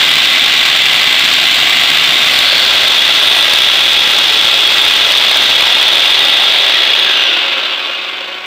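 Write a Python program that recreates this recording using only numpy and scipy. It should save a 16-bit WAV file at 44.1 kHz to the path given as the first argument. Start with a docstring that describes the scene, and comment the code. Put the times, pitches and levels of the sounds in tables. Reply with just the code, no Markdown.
"""Shed jet engine, run and coast-down

A turbocharger-built jet engine roars in a shed while the microphone moves from burner can to exhaust.
Gusty filtered noise rings pipe and shed resonances, pulses make the crackle, sines the thin blade whines.
The fuel is cut, the rotor coasts down and the harmonics of an electric oil pump grow louder.
The loudest peaks overload the recorder, with bright clicks of high noise."""
import sys
import numpy as np
from scipy import signal
from scipy.fft import rfft, irfft, next_fast_len
from scipy.io import wavfile
from scipy.ndimage import uniform_filter1d

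SR = 44100
rng = np.random.default_rng(int(sys.argv[2]) if len(sys.argv) > 2 else 0)


def wrap_up_sound(samples):
    """Save the sound to the file named by the first command line argument, as 16-bit audio."""
    columns = np.atleast_2d(samples).T
    # keep every value between -1 and 1, then stretch to whole-number steps
    tamed = np.clip(columns, -1, 1)
    steps = np.round(tamed * 32767).astype(np.int16)
    wavfile.write(sys.argv[1], SR, steps)


N = 373075

# Microphone position. Each row: time in seconds, share of the sound heard from the exhaust end 0-1.
VIEWPOINT = [(0, 0.15), (1.7, 0), (2.3, 0.27), (2.8, 0.7), (3.3, 0.99), (8.46, 0.98)]
# Pipe and shed resonances at the exhaust. Each row: centre in Hz, width in Hz, lift in dB.
EXHAUST_RESONANCES = [(322.4, 109, 13.6), (411, 67, 4.1), (880, 20, 1.5), (980, 25, 2.4), (1359, 75, 5.3),
                      (1644, 91, 5.8), (1974, 67, 8.2), (2203, 27, 6.2), (2567, 545, 9.35), (2818, 69, 6.8),
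                      (3020, 170, 6.4), (3343, 220, 11.7), (3592, 36, 7.8), (3775, 570, 9.9),
                      (4250, 160, 3.7), (4520, 96, 5.8), (4760, 84, 3.3), (4925, 110, 7.8),
                      (5261, 180, 8.1), (5380, 35, 4.5), (5870, 310, 7.2), (6240, 320, 2.7)]
# The same for the coasting engine. Each row: centre in Hz, width in Hz, lift in dB.
COAST_RESONANCES = [(543, 29, 11.3), (578, 110, 10), (715, 51, 3.1), (1120, 29, 3.5), (1223, 14, 6.6),
                    (1410, 100, 10.4), (1560, 20, 10.7), (1680, 150, 12.3), (1990, 37, 6.4), (2090, 15, 15),
                    (2270, 20, 3.8), (2340, 24, 6.7), (2555, 120, 5.5), (2836, 37, 12.2), (3070, 19, 12.4),
                    (3400, 30, 4.2), (4000, 33, 9.1), (4480, 190, 9.1), (5015, 77, 4.7), (7638, 650, 5.2)]
# Loudest crackles of the jet. Each row: time in seconds, relative level in dB.
LOUD_CRACKLES = [(0.6604, -13), (0.856, -18), (1.2426, -16), (1.3366, -10), (1.8417, -19), (2.389, -8),
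                 (3.5356, -7), (3.5857, -12), (3.9314, -9), (4.1849, -11), (4.8214, -12), (4.8798, -15),
                 (5.1198, -9), (5.1728, -13), (5.3712, -8), (5.6072, -13), (5.8278, -7), (6.0407, -17),
                 (6.2507, -14)]


def undb(db):
    """Decibels to amplitude gain."""
    return 10 ** (np.asarray(db) / 20)


def unit(x):
    """Scale to rms 1."""
    return x / np.sqrt(np.mean(x ** 2))


def curves(table):
    """Each column of a table after the time column, joined by straight lines in time."""
    s, *columns = np.transpose(table)
    return [np.interp(np.arange(N) / SR, s, column) for column in columns]


def walk(rate_hz):
    """Smooth random signal, rms 1; its spectrum is at half amplitude at rate_hz / 2."""
    hz = np.fft.rfftfreq(N, 1 / SR)
    lowpass = 1 / (1 + (2 * hz / rate_hz) ** 2)
    return unit(irfft(rfft(rng.standard_normal(N)) * lowpass, N))


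def response(hz, colour, modes):
    """Gain of a broad colour with resonance peaks added in dB."""
    points_hz, points_db = np.transpose(colour)
    db = np.interp(np.log(hz), np.log(points_hz), points_db)
    for centre_hz, width_hz, lift_db in modes:
        db = db + lift_db / (1 + (2 * (hz - centre_hz) / width_hz) ** 2)
    return undb(db)


def piped(x, modes):
    """A sound rung through a set of resonances."""
    hz = np.fft.rfftfreq(N, 1 / SR) + 1  # +1 keeps the log finite
    flat = [(1, 0)]
    return irfft(rfft(x) * response(hz, flat, modes), N)


def blend(a, b, share):
    """Equal-power fade between two unrelated sounds."""
    share = np.clip(share, 0, 1)
    return np.sqrt(1 - share) * a + np.sqrt(share) * b


def swell(peak_s, peak_db, rise_db_per_s, fall_db_per_s):
    """Gain that grows to one peak and dies away, both linear in dB."""
    age_s = np.arange(N) / SR - peak_s
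    return undb(peak_db + np.minimum(rise_db_per_s * age_s, -fall_db_per_s * age_s))


def swish(hz, width_hz):
    """Air rushing in a band around a fixed or moving centre, rms 1."""
    phase = 2 * np.pi * np.cumsum(hz * np.ones(N)) / SR
    return walk(width_hz) * np.cos(phase) + walk(width_hz) * np.sin(phase)


def speed():
    """Rotor speed in turns per second: full speed, then the rundown that flow, colour and whines follow."""
    # Each row: time in seconds, turns per second.
    shaft = [(0, 1503.3), (3.05, 1503), (3.4, 1477), (4.42, 1333), (4.92, 1217), (6.2, 905), (6.62, 770),
             (6.97, 669), (7.3, 570), (7.8, 470), (8.46, 375)]
    return curves(shaft)[0]


def above(knee_turns_per_s, fall_db):
    """Share of power: 1 well above a knee speed, falling by fall_db per halving well below it."""
    return 1 / (1 + (knee_turns_per_s / speed()) ** (fall_db / (10 * np.log10(2))))


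def exhaust_view():
    """Share of the sound heard from the exhaust end, 0-1."""
    return np.clip(curves(VIEWPOINT)[0], 0, 1)


def shed(x, t60_s, wet_db):
    """Bare floor and walls: a dense, short echo that combs the roar into many fine fixed lines."""
    t = np.arange(SR // 3) / SR
    echo = rng.standard_normal(len(t)) * np.exp(-np.log(1000) * t / t60_s)
    echo *= undb(wet_db) / np.linalg.norm(echo)
    wet = signal.fftconvolve(x, echo)[:N]
    return (x + wet) / np.hypot(1, undb(wet_db))


def drone(hz, orders, wobble):
    """Harmonics of a turning machine whose speed wavers by the rms fraction wobble."""
    phase = 2 * np.pi * np.cumsum(hz * (1 + wobble * walk(11.0))) / SR
    tones = [undb(db) * np.sin(k * phase + 2 * np.pi * rng.random()) for k, db in orders]
    return np.sqrt(2) * sum(tones)


def oil_pump(tooth_hz=371, mains_hz=50):
    """Gear-tooth tone of an electric oil pump plus motor hum; louder late in the rundown, as the mic turns to it."""
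    # Each row: multiple of the tooth rate, relative level in dB.
    gear_orders = [(1, -46.5), (2, -44.5), (3, -43), (4, -42), (5, -43), (6, -39), (7, -58)]
    # Each row: multiple of the mains frequency, relative level in dB.
    motor_orders = [(2, -64), (4, -56)]
    # Each row: time in seconds, gain in dB.
    pump_gain = [(0, -19), (6, -12), (7.2, 2.5), (7.8, -2), (8.46, 1)]
    pump = drone(tooth_hz, gear_orders, wobble=0.0013) + drone(mains_hz, motor_orders, wobble=0.0003)
    return pump * undb(curves(pump_gain)[0])


def whine(blades, flares, steady, wobble, fading_db):
    """A blade-passing tone: it wavers with the shaft, flickers in the hot air and flares over a steady gain."""
    t = np.arange(N) / SR
    gain = steady
    for s, length_s, db in flares:  # length: full width at half gain
        gain = gain + undb(db) * np.exp(-np.log(2) * (2 * (t - s) / length_s) ** 2)
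    phase = 2 * np.pi * np.cumsum(blades * speed() * (1 + wobble * walk(51))) / SR
    return np.sqrt(2) * np.sin(phase) * gain * undb(fading_db * walk(16))


def wheels(compressor_blades=6, turbine_blades=10):
    """The compressor sings while the rotor is fast; the turbine's tone sinks into hearing as it slows."""
    # Blade tone beams at the microphone. Each row: centre in seconds, length in seconds, level in dB.
    compressor_flares = [(.94, .14, -40), (1.42, .2, -47), (2.36, 0.24, -32.5), (3.33, .2, -33),
                         (4.7, .45, -39.5)]
    # The same for the turbine. Each row: centre in seconds, length in seconds, level in dB.
    turbine_flares = [(6.4, .3, -47), (6.63, .1, -42), (7.0, .14, -43), (7.22, .22, -37)]
    steady = undb(-52) * np.sqrt(above(1500, fall_db=50))
    compressor = whine(compressor_blades, compressor_flares, steady, wobble=0.0011, fading_db=2)
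    turbine = whine(turbine_blades, turbine_flares, 0, wobble=0.0012, fading_db=2)
    return compressor + turbine


def passing_rush():
    """A bright rush as the microphone swings past the turbocharger."""
    # Each row: centre in Hz, width in Hz, relative level in dB.
    turbo_bands = [(580, 130, -28), (1560, 280, -23.5), (4340, 700, -17.5)]
    rush = sum(undb(db) * swish(hz, width_hz) for hz, width_hz, db in turbo_bands)
    return rush * swell(peak_s=2.52, peak_db=2.5, rise_db_per_s=50, fall_db_per_s=30)


def nozzle(mid_hz=2870, mid_turns_per_s=640, sink_power=0.33):
    """The nozzle's hiss sinks more slowly than the rotor as pressure falls, and rings the cooling pipes."""
    centre_hz = mid_hz * (speed() / mid_turns_per_s) ** sink_power
    air = piped(swish(centre_hz, width_hz=410), COAST_RESONANCES)
    return air * swell(peak_s=7.37, peak_db=-25.5, rise_db_per_s=5, fall_db_per_s=17)


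def rundown(cycles_per_turn=2.6):
    """A hollow swish sinks in step with the rotor and swells at each pipe resonance that it crosses."""
    air = piped(swish(cycles_per_turn * speed(), width_hz=190), EXHAUST_RESONANCES)
    return air * swell(peak_s=6.78, peak_db=-26.5, rise_db_per_s=40, fall_db_per_s=12)


def growl(cycles_per_turn=0.9):
    """A throaty band of roar near the shaft rate comes forward as the rotor slows."""
    air = swish(cycles_per_turn * speed(), width_hz=300)
    return air * swell(peak_s=6.6, peak_db=-27, rise_db_per_s=7, fall_db_per_s=20.5)


def scream(hz=3365, width_hz=60, level_db=-20):
    """A sharp exhaust resonance sings while the flow is fast and the microphone faces it."""
    fast = np.sqrt(above(720, fall_db=30))
    return swish(hz, width_hz) * undb(level_db) * exhaust_view() * fast


def overload_clicks(above_hz=6500, decay_s=0.00097, click_db=-1):
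    """Bright, brief clicks of high noise as the loudest peaks overload the recorder."""
    s, db = np.transpose(LOUD_CRACKLES)
    kicks = np.bincount((s * SR).astype(int), undb(db + click_db), N)[:N]
    envelope = signal.lfilter([1], [1, -np.exp(-1 / (decay_s * SR))], kicks)
    band = signal.butter(2, [above_hz, SR / 4], "band", fs=SR, output="sos")
    return signal.sosfilt(band, envelope * rng.standard_normal(N))


def crackle(width_s, reference_db, small_per_s, small_db, spread_db):
    """Surges of a millisecond or two as shocks leave the nozzle; small ones at random, all weaker when slow."""
    chance = rng.random((400, 2))
    small_s = np.cumsum(-np.log(chance[:, 0])) / small_per_s
    small = np.column_stack([small_s, small_db + spread_db * chance[:, 1]])
    s, db = np.vstack([LOUD_CRACKLES, small]).T
    kicks = np.bincount((s * SR).astype(int), undb(db - reference_db), N)[:N]
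    kicks = kicks * above(860, fall_db=30)
    age = np.arange(SR // 100) / SR / width_s
    pulse = age ** 2 * np.exp(1 - age ** 2)  # peak 1 after width_s
    return signal.fftconvolve(kicks, pulse)[:N]


def surges(rate_hz, decay_s, spread_db):
    """Puffs at uneven intervals, each rising at once and dying away in the shed; running mean about 1."""
    chance = rng.random((4000, 2))
    at_s = np.cumsum(0.25 + 1.5 * chance[:, 0]) / rate_hz
    kicks = np.bincount((at_s * SR).astype(int), undb(spread_db * chance[:, 1]), N)[:N]
    puffs = signal.lfilter([1], [1, -np.exp(-1 / (decay_s * SR))], kicks)
    return puffs / uniform_filter1d(puffs, SR // 16)


def eddies(colour, modes, gusts, order=16):
    """Gusty turbulence rung through the resonances, in four bands from rumble to hiss, rms 1 each."""
    # Edges between the bands, in Hz.
    crossover_hz = (230, 2300, 5000)
    size = next_fast_len(N)
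    hz = np.fft.rfftfreq(size, 1 / SR) + 1
    flow = rfft(rng.standard_normal(N) * gusts, size) * response(hz, colour, modes)
    below = [0 * hz] + [1 / (1 + (hz / edge) ** order) for edge in (*crossover_hz, SR / 4)]
    power_shares = np.abs(np.diff(below, axis=0))
    return np.array([unit(irfft(flow * np.sqrt(share), size)[:N]) for share in power_shares])


def jet(puff_share=0.36, gust_db=0.83, gust_rate_hz=500):
    """Flame and jet: all eddies surge together; level and colour follow viewpoint and rotor speed."""
    # Colour beside the burner, at the exhaust and when coasting. Each row: frequency in Hz, relative dB.
    burner_colour = [(25.0, -31.4), (70.0, -29.5), (200.0, -33.5), (320.0, -20.5), (550.0, -25.5),
                     (1000.0, -26.5), (1800.0, -21), (2600.0, -5.5), (3550.0, 3.5), (4400.0, -8),
                     (5500.0, -14), (7000.0, -17.5), (9000.0, -20.5), (11000.0, -23.5)]
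    exhaust_colour = [(25.0, -30), (70.0, -21.5), (200.0, -25.5), (320.0, -25.5), (550.0, -4.5),
                      (1000.0, -6.5), (1800.0, -7), (2600.0, -8), (3550.0, -0.5), (4400.0, -7),
                      (5500.0, -14.5), (7000.0, -12), (9000.0, -14.5), (11000.0, -19.5)]
    coast_colour = [(25.0, -38), (70.0, -38), (200.0, -37), (320.0, -13), (550.0, -18), (1000.0, -10.5),
                    (1800.0, -19), (2600.0, -5.5), (3550.0, 1.5), (4400.0, -17), (5500.0, -24),
                    (7000.0, -31), (9000.0, -38), (11000.0, -42)]
    # Pipe and shed resonances beside the burner. Each row: centre in Hz, width in Hz, lift in dB.
    burner_resonances = [(155, 99, 14.5), (265, 27, 6), (700, 334, 13.5), (1106, 330, 11.5), (1367, 260, 5),
                         (1662, 430, 12.5), (1900, 30, 3), (2028, 190, 9.5), (2300, 200, 5.5),
                         (2800, 140, 3), (5076, 48, -7), (7520, 1000, 7)]
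    # Flame rumble, exhaust roar, nozzle rush, fine hiss. Each row: level at the burner in dB, level at the
    # exhaust in dB, knee in turns per second, fall in dB per halving of speed, part in a crackle in dB.
    band_levels = [(-37.5, -39, 940, 19, -8), (-16.5, -17, 615, 19.5, -7), (-10, -9, 620, 30, -6.5),
                   (-26, -25, 940, 15.5, 3)]
    # Slow changes in loudness as the microphone wanders. Each row: time in seconds, gain in dB.
    loudness_drift = [(0, 1), (.9, -0.4), (2.0, 0), (2.9, 0), (3.35, 1.5), (3.9, -0.5), (6.3, 1),
                      (7.0, -0.5), (7.45, 0), (7.8, 0.5), (8.46, 0.5)]

    puffs = surges(rate_hz=105, decay_s=0.0048, spread_db=5)
    gusts = (1 - puff_share + puff_share * puffs) * undb(gust_db * walk(gust_rate_hz))
    view = exhaust_view()
    at_burner = eddies(burner_colour, burner_resonances, gusts)
    at_exhaust = eddies(exhaust_colour, EXHAUST_RESONANCES, gusts)
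    burning = blend(at_burner, at_exhaust, view)
    coasting = eddies(coast_colour, COAST_RESONANCES, gusts)
    # cool coasting air takes over from the flame
    flow = blend(burning, coasting, 0.9 * (1 - above(565, fall_db=34)))
    shocks = crackle(width_s=0.0019, reference_db=-18.5, small_per_s=6, small_db=-27.5, spread_db=11)
    out = 0
    for band, (burner_db, exhaust_db, knee, fall_db, shock_db) in zip(flow, band_levels):
        gain = undb(burner_db + (exhaust_db - burner_db) * view) * np.sqrt(above(knee, fall_db))
        out = out + band * gain * (1 + undb(shock_db) * shocks)
    return out * undb(curves(loudness_drift)[0])


def scene():
    """Jet and rushing air echo in the shed; pump, wheel whines and overload clicks are added dry."""
    air = jet() + scream() + growl() + rundown() + nozzle() + passing_rush()
    roar = shed(air, t60_s=0.23, wet_db=-13.5)
    return (oil_pump() + wheels() + overload_clicks() + roar)[None]


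def gain_control(x, target_db=-9.0, most_db=1.5, reaction_s=0.0048, strength=0.7):
    """Turns loud moments down within milliseconds and quiet ones up a little, which evens out the roar."""
    pole = np.exp(-1 / (reaction_s * SR))
    power = signal.lfilter([1 - pole], [1, -pole], x ** 2) + 1e-12
    gain_db = strength * (target_db - 10 * np.log10(power))
    return x * undb(np.minimum(most_db, gain_db))


def record(dry, ceiling=0.99, top_hz=15550):
    """The recorder rides its gain, samples at half rate and clips; held samples mirror the treble upward."""
    coarse = np.clip(gain_control(dry)[:, ::2], -ceiling, ceiling)
    held = np.repeat(coarse, 2, axis=1)[:, :N]
    lowpass = signal.ellip(12, 0.1, 70, top_hz, fs=SR, output="sos")
    return signal.sosfilt(lowpass, held)


dry = scene()
out = record(dry)
wrap_up_sound(out)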